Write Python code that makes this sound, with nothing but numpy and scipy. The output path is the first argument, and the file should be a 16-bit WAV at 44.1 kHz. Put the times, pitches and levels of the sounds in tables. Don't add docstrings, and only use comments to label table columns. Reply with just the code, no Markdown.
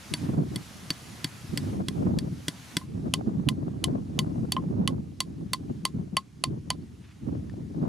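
import sys
import numpy as np
from scipy import signal
from scipy.fft import rfft, irfft, next_fast_len
from scipy.io import wavfile
from scipy.ndimage import uniform_filter1d, map_coordinates

SR = 44100
rng = np.random.default_rng(int(sys.argv[2]) if len(sys.argv) > 2 else 0)


def dump_mix(stems):
    frames = np.atleast_2d(stems).T
    limited = np.clip(frames, -1, 1)
    pcm = np.round(limited * 32767).astype(np.int16)
    wavfile.write(sys.argv[1], SR, pcm)


N = 347508
CLOSE_FROM_S = 2.84


def amp(db):
    return 10 ** (np.asarray(db) / 20)


def unit(x):
    return x / np.sqrt(np.mean(x ** 2) + 1e-20)


def along(points, hz):
    f, values = np.transpose(points)
    return np.interp(np.log(hz + 1), np.log(f + 1), values)


def over_time(points):
    times, values = np.transpose(points)
    return np.interp(np.arange(N) / SR, times, values)


def wobble(rate):
    knots = rng.standard_normal((2, int(N * 200 / SR)))
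    coarse = np.arange(0, N + 32, 32)
    smooth = [map_coordinates(row, [coarse * min(rate, 190) / SR]) for row in knots]
    return np.array([np.interp(np.arange(N), coarse, row) for row in smooth])


def filtered(x, response):
    size = next_fast_len(x.shape[-1] + 8192)
    return irfft(rfft(x, size) * response(np.fft.rfftfreq(size, 1 / SR)), size)[..., :x.shape[-1]]


def shortest_click(gain_db):
    cepstrum = irfft(gain_db * np.log(10) / 20)
    half = len(cepstrum) // 2
    cepstrum[1:half] *= 2
    cepstrum[half + 1:] = 0
    return irfft(np.exp(rfft(cepstrum)))


def sum_and_difference(a, b):
    return np.array([a + b, a - b])


def grass():
    # t/s, relative level/dB
    loudness = [(0, -52.5), (.24, -52.5), (.4, -61.5), (.58, -53.5), (1.1, -52), (1.7, -55), (1.84, -62.5),
                (1.95, -59), (2.16, -64), (2.45, -56.5), (2.72, -53), (2.8, -56.5), (2.88, -63.5),
                (3.6, -67.5), (4.4, -64.5), (4.9, -69), (5.8, -66), (6.2, -69.5), (7.2, -66.5), (7.88, -67)]
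    # f/Hz, level/dB
    tone = [(60, -20), (150, -6.5), (500, -2), (1200, -1), (3000, -4.5), (6500, -7), (8300, -11.5),
            (10500, -10.5), (12500, -18.5), (15000, -26), (16500, -48)]
    # f/Hz, likeness (1 = the same)
    likeness = [(300, 1), (1400, 0.36), (3100, .6), (6800, 0.7), (15000, 0.1874)]

    def mid_side_gain(hz):
        angle = np.arccos(along(likeness, hz)) / 2
        return amp(along(tone, hz)) * [np.cos(angle), np.sin(angle)]

    spectrum = signal.stft(rng.standard_normal((2, N)), nperseg=512)[2]
    patches = uniform_filter1d(rng.standard_normal(spectrum.shape[1:]), size=6, axis=0)
    patches = uniform_filter1d(patches, size=12, axis=1)
    patchy_noise = signal.istft(spectrum * amp(1.1 * unit(patches)), nperseg=512)[1][:, :N]
    hiss = unit(sum_and_difference(*filtered(patchy_noise, mid_side_gain)))
    treble = filtered(hiss, lambda hz: 1 / (1 + (11500 / (hz + 1)) ** 8))
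    afar = np.arange(N) < CLOSE_FROM_S * SR
    return amp(over_time(loudness) + 3.5) * (hiss + 0.5 * treble * afar)


def rumble(gust_db):
    # f/Hz, level/dB
    tone = [(15, -42.5), (30, -24), (60, -7), (90, 1.5), (130, -1), (200, -29), (400, -82)]
    mid, side = filtered(rng.standard_normal((2, N)), lambda hz: amp(along(tone, hz)))
    return amp(0.66 * gust_db - 19.5) * unit(sum_and_difference(mid, 0.22 * side))


def buffeting(gust_db):
    # t/s, left boost/dB, right boost/dB
    swirls = [(0.12, 22.5, 12), (0.302, 4.5, 5), (0.373, 10, 5), (0.42, 5.5, 2.5), (1.539, 5, 10.5),
              (1.804, 10, 5), (2.014, 7.5, 4.5), (2.076, 5, 7.5), (2.179, 7.5, 2), (3.07, 7, 6),
              (3.194, 12, 2.5), (3.28, 10.5, 16.5), (3.399, 3.5, 6.5), (3.473, 5, 14), (3.678, 7, 6.5),
              (3.957, 6.5, 4), (4.45, 12, 5.5), (4.712, 7, 9), (5.71, 12.5, 9), (5.955, 9.5, 6.5),
              (6.138, 16.5, 4), (6.751, 3, 9), (7.288, 5, 10), (7.779, 4, 4.5)]
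    # f/Hz, level/dB
    mid_tone = [(20, -61.5), (40, -35), (80, -12.5), (150, 1.5), (290, -5), (480, -17), (700, -25),
                (1300, -38.5), (3000, -62.5), (7000, -92)]
    # f/Hz, level/dB
    side_tone = [(20, -69), (35, -41.5), (130, -7.5), (260, -8.5), (400, -13), (650, -16), (1000, -26),
                 (3000, -53.5), (7000, -92.5)]
    t, swirl_s = np.arange(N) / SR, 0.011
    churn = 0.32 * wobble(7.3).mean(0) + 0.36 * wobble(17) + 0.78 * wobble(65)
    lumps_db = 6.27 * np.tanh(churn)
    for s, left_db, right_db in swirls:
        near = slice(max(round((s - .06) * SR), 0), round((s + .06) * SR))
        lumps_db[:, near] += np.exp(-((t[near] - s) / swirl_s) ** 2) * [[left_db], [right_db]]
    tone = lambda hz: amp([along(mid_tone, hz), along(side_tone, hz)])
    highs = lambda hz: 1 / (1 + (430 / (hz + 1)) ** 6)
    strength = lambda gain: np.sqrt(2 * np.mean(gain ** 2))
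    grid_hz = np.fft.rfftfreq(4096, 1 / SR)
    large_swirls = amp(gust_db + lumps_db - 2.5) * rng.standard_normal((2, N))
    boom = filtered(sum_and_difference(*large_swirls), lambda hz: tone(hz) * (1 - highs(hz)))
    boom /= strength(tone(grid_hz)[0])
    flutter_db = -66.5 + 1.42 * (gust_db + 40) + 1.13 * lumps_db + 5.17 * wobble(170)
    small_swirls = amp(flutter_db) * rng.standard_normal((2, N))
    flutter = filtered(sum_and_difference(*small_swirls), lambda hz: tone(hz) * highs(hz))
    flutter /= strength(tone(grid_hz)[1] * highs(grid_hz))
    return sum_and_difference(*(boom + flutter))


def brushing():
    t = np.arange(N) / SR
    peak_s, swell_s, fade_s = 7.042, 0.022, 0.12
    loudness = amp(-60.5) * np.exp(-np.maximum((peak_s - t) / swell_s, (t - peak_s) / fade_s))
    rough_noise = rng.standard_normal(N) * amp(3 * wobble(80)[0])
    brush = filtered(rough_noise, lambda hz: 1 / (1 + (np.log2((hz + 1) / 2100) / 0.87) ** 4))
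    return loudness * unit(brush)


def faint_ticks():
    # t/s, relative level/dB, f/Hz
    ticks = [(6.8233, -50, 4430), (6.951, -51, 2700), (7.046, -47, 2400), (7.497, -36, 1800),
             (7.824, -46, 1550)]
    out, t = np.zeros(N), np.arange(SR // 20) / SR
    for s, db, hz in ticks:
        noisy_tone = np.sin(2 * np.pi * hz * t) + 0.48 * rng.standard_normal(len(t))
        out[round(s * SR):][:len(t)] += amp(db - 6.5 - 60 * t / 0.016) * noisy_tone
    return filtered(out, lambda hz: 1 / (1 + (hz / 7500) ** 6))


def crack_and_scatter(t, close, crack_db, dullness):
    # f/Hz, level/dB
    tones = [
        [(350, -42), (600, -13.5), (1000, -25.5), (1700, 0.5), (2500, -7.5), (3400, -2.5), (4600, -0.5),
         (5400, -0.5), (6800, -9), (8600, -2.5), (10500, -11), (13400, -14), (16000, -35)],
        [(350, -29.5), (600, -12.5), (1200, -14.5), (1600, -19), (2400, -10.5), (3000, -5), (3700, -3),
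         (4700, -5), (5800, -9), (7100, -8), (8600, -11.5), (10000, -8), (11500, -14.5), (16000, -31)],
    ]
    hz = np.fft.rfftfreq(1024, 1 / SR)
    click = shortest_click(along(tones[close], hz) - dullness * np.log2((hz + 300) / 7000))
    click /= np.linalg.norm(click)
    fade = lambda db, fade_s: amp(db - 60 * t / fade_s)
    crack_shape = fade(-3, 0.0077) + fade(-11.5, 0.019) + fade(-27.5, 0.1)
    scatter_shape = fade(-23.5, 0.01596) + fade(-32.5, 0.094)
    rise = 1 - np.exp(-t / 0.00047)
    bursts = rng.standard_normal((2, len(t))) * rise * [crack_shape, scatter_shape]
    return amp(crack_db + dullness + 9.5) * signal.fftconvolve(bursts, [click], axes=1)[:, :len(t)]


def ringing(t, close, crack_db, low_hz, low_db, high_db, ping_db, clink_db, tick_db):
    # f/Hz, level/dB, time to fade by 60 dB/s, rise time/s
    groups = [
        [(3600, -12, .02, 0.00056), (5220, -16.5, 0.028, 0.000501), (8640, -13.5, 0.028, .0005)],
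        [(1040, -2, 0.061, 0.0041), (1010, -15.5, 0.0247, 0.00551), (1097, -9.5, 0.037, 0.00087)],
        [(2032, 0.5, 0.041, 0.00074)],
        [(3050, 1.5, .04, .0005)],
        [(3350, 0.5, 0.034, 0.00066), (3360, 2, 0.022, .0004)],
        [(4516, -1, 0.043, 0.00088), (4525, -4.5, .025, .0005), (4570, -23, 0.1002, .002)],
        [(10000, 0, .2, .002)],
        [(165, 2.5, 0.036, 0.0064), (279, -3.5, 0.036, 0.00229)],
        [(2996, 2, 0.012, 0.000296), (2745, -4, 0.0057, 0.0003)],
        [(10040, 5, 0.0042, 0.00023)],
    ]
    # 2 kHz ring/dB, 3 kHz ring/dB, 3.3 kHz ring/dB, thud/dB
    offsets = [(-4, -27, -5, 10.5), (-8, -14, -7.5, -7)]
    ring_2k, ring_3k, ring_3k3, thud = offsets[close]
    group_levels = [crack_db, low_db, (crack_db + low_db) / 2 + ring_2k, clink_db + ring_3k,
                    crack_db + ring_3k3, high_db, ping_db, crack_db + thud, clink_db, tick_db]
    bends = np.ones(len(groups))
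    bends[1] = low_hz / groups[1][0][0]
    tones = [(hz * bend, db + group_db, fade_s, rise_s)
             for bend, group_db, group in zip(bends, group_levels, groups)
             for hz, db, fade_s, rise_s in group]
    level_noise, pitch_noise = rng.standard_normal((2, len(t)))
    ring = np.zeros(len(t))
    for k, (hz, db, fade_s, rise_s) in enumerate(tones):
        loudness = amp(db + 0.401 * level_noise[k] - 60 * t / fade_s) * (1 - np.exp(-t / rise_s))
        ring += loudness * np.sin(2 * np.pi * hz * (1 + 0.0044 * pitch_noise[k]) * t)
    roughness_db = 1.86 * unit(uniform_filter1d(level_noise, size=130))
    return ring * amp(roughness_db)


def hammering():
    # t/s, crack/dB, dullness/(dB per octave), low ring f/Hz,
    # low ring/dB, high ring/dB, 10 kHz ping/dB, clink/dB, tick/dB
    blows = [(0.138, -27.5, 2.5, 994, -31.5, -22.5, -45, -25.5, -28),
             (0.559, -29.5, -4.5, 1030, -37.5, -35, -65, -32, -26),
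             (0.904, -27.5, 3, 1010, -36.5, -20, -66, -28, -34),
             (1.244, -26.5, 0.5, 1030, -34.5, -26, -53, -23.5, -35),
             (1.5744, -25.5, 1, 1048, -35.5, -29.5, -70, -29, -39),
             (1.884, -30, 0, 1050, -34.5, -48, -58, -33, -46),
             (2.187, -32.5, 0.5, 1036, -40, -35, -60, -43, -47),
             (2.4821, -24, 1, 1010, -33.5, -28.5, -52, -26.5, -35),
             (2.768, -22, 0.5, 1016, -27, -30, -54, -30, -34),
             (2.8132, -60, 0, 1039, -33, -60, -72, -60, -55),
             (3.138, -21.5, 1, 1055, -23, -29, -67, -12.5, -16),
             (3.4878, -24, -1.5, 1040, -23, -34, -70, -19.5, -23),
             (3.8408, -22.5, 0, 1060, -25.5, -47, -64, -12, -18.5),
             (4.1899, -22, -1.5, 1050, -22, -24.5, -56, -15.5, -18),
             (4.5208, -23, 1.5, 1026, -29.5, -20.5, -63, -26, -15),
             (4.5657, -49, 11, 1055, -12, -56, -69, -24.5, -69),
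             (4.8757, -26, 1.5, 1080, -20.5, -34, -62, -18, -22.5),
             (5.204, -22, 0.5, 1047, -21, -20.5, -64, -27.5, -19.5),
             (5.533, -22, 1, 1040, -17.5, -21, -67, -27, -20.5),
             (5.852, -22, 1, 1050, -16.5, -23, -61, -23.5, -19),
             (6.168, -23.5, 2, 1080, -11.5, -20, -66, -19, -19.5),
             (6.4385, -25.5, 3.5, 1044, -18, -20, -59, -21, -14.5),
             (6.7031, -26.5, 3.5, 1025, -18.5, -23, -63, -17.5, -15)]
    out, t = np.zeros((2, N + SR)), np.arange(SR // 6) / SR
    for s, crack_db, dullness, low_hz, *ring_levels in blows:
        close = s > CLOSE_FROM_S
        crack, scatter = crack_and_scatter(t, close, crack_db, dullness)
        ring = ringing(t, close, crack_db, low_hz, *ring_levels)
        late_ring = amp(-17.5) * np.pad(ring, (7, 0))[:len(t)]
        out[:, round(s * SR):][:, :len(t)] += sum_and_difference(crack + ring, scatter + late_ring)
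    return out[:, :N]


def scene():
    # t/s, relative level/dB
    gusts = [(0.0, -52.5), (0.12, -46.5), (0.24, -31.5), (0.4, -26), (0.48, -34.5), (0.56, -33),
             (0.65, -51.5), (0.86, -45.5), (0.96, -52), (1.12, -45), (1.43, -50), (1.52, -33), (1.76, -29),
             (1.9, -33.5), (2.08, -24.5), (2.24, -30.5), (2.48, -47), (2.66, -51.5), (2.86, -40.5),
             (3.03, -27.5), (3.2, -34), (3.52, -29), (3.76, -33.5), (3.91, -26), (4.02, -37.5),
             (4.16, -29.5), (4.4, -30), (4.5, -33), (4.72, -32.5), (4.81, -25.5), (5.2, -44), (5.44, -34.5),
             (5.56, -41.5), (5.7, -35.5), (5.91, -43.5), (6.0, -33), (6.14, -42), (6.3, -56.5), (6.41, -49),
             (6.5, -29.5), (6.64, -40.5), (6.72, -37), (7.0, -48), (7.2, -50), (7.25, -35.5), (7.36, -28),
             (7.45, -38), (7.54, -34.5), (7.68, -39.5), (7.88, -25)]
    gust_db = over_time(gusts)
    wind = buffeting(gust_db) + rumble(gust_db) + grass()
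    balance = amp([[-.2], [.2]])
    return (wind + hammering()) * balance + brushing() + faint_ticks()


def record(dry):
    top_hz = 16700
    return filtered(dry, lambda hz: 1 / (1 + (hz / top_hz) ** 120))


dry = scene()
out = record(dry)
dump_mix(out)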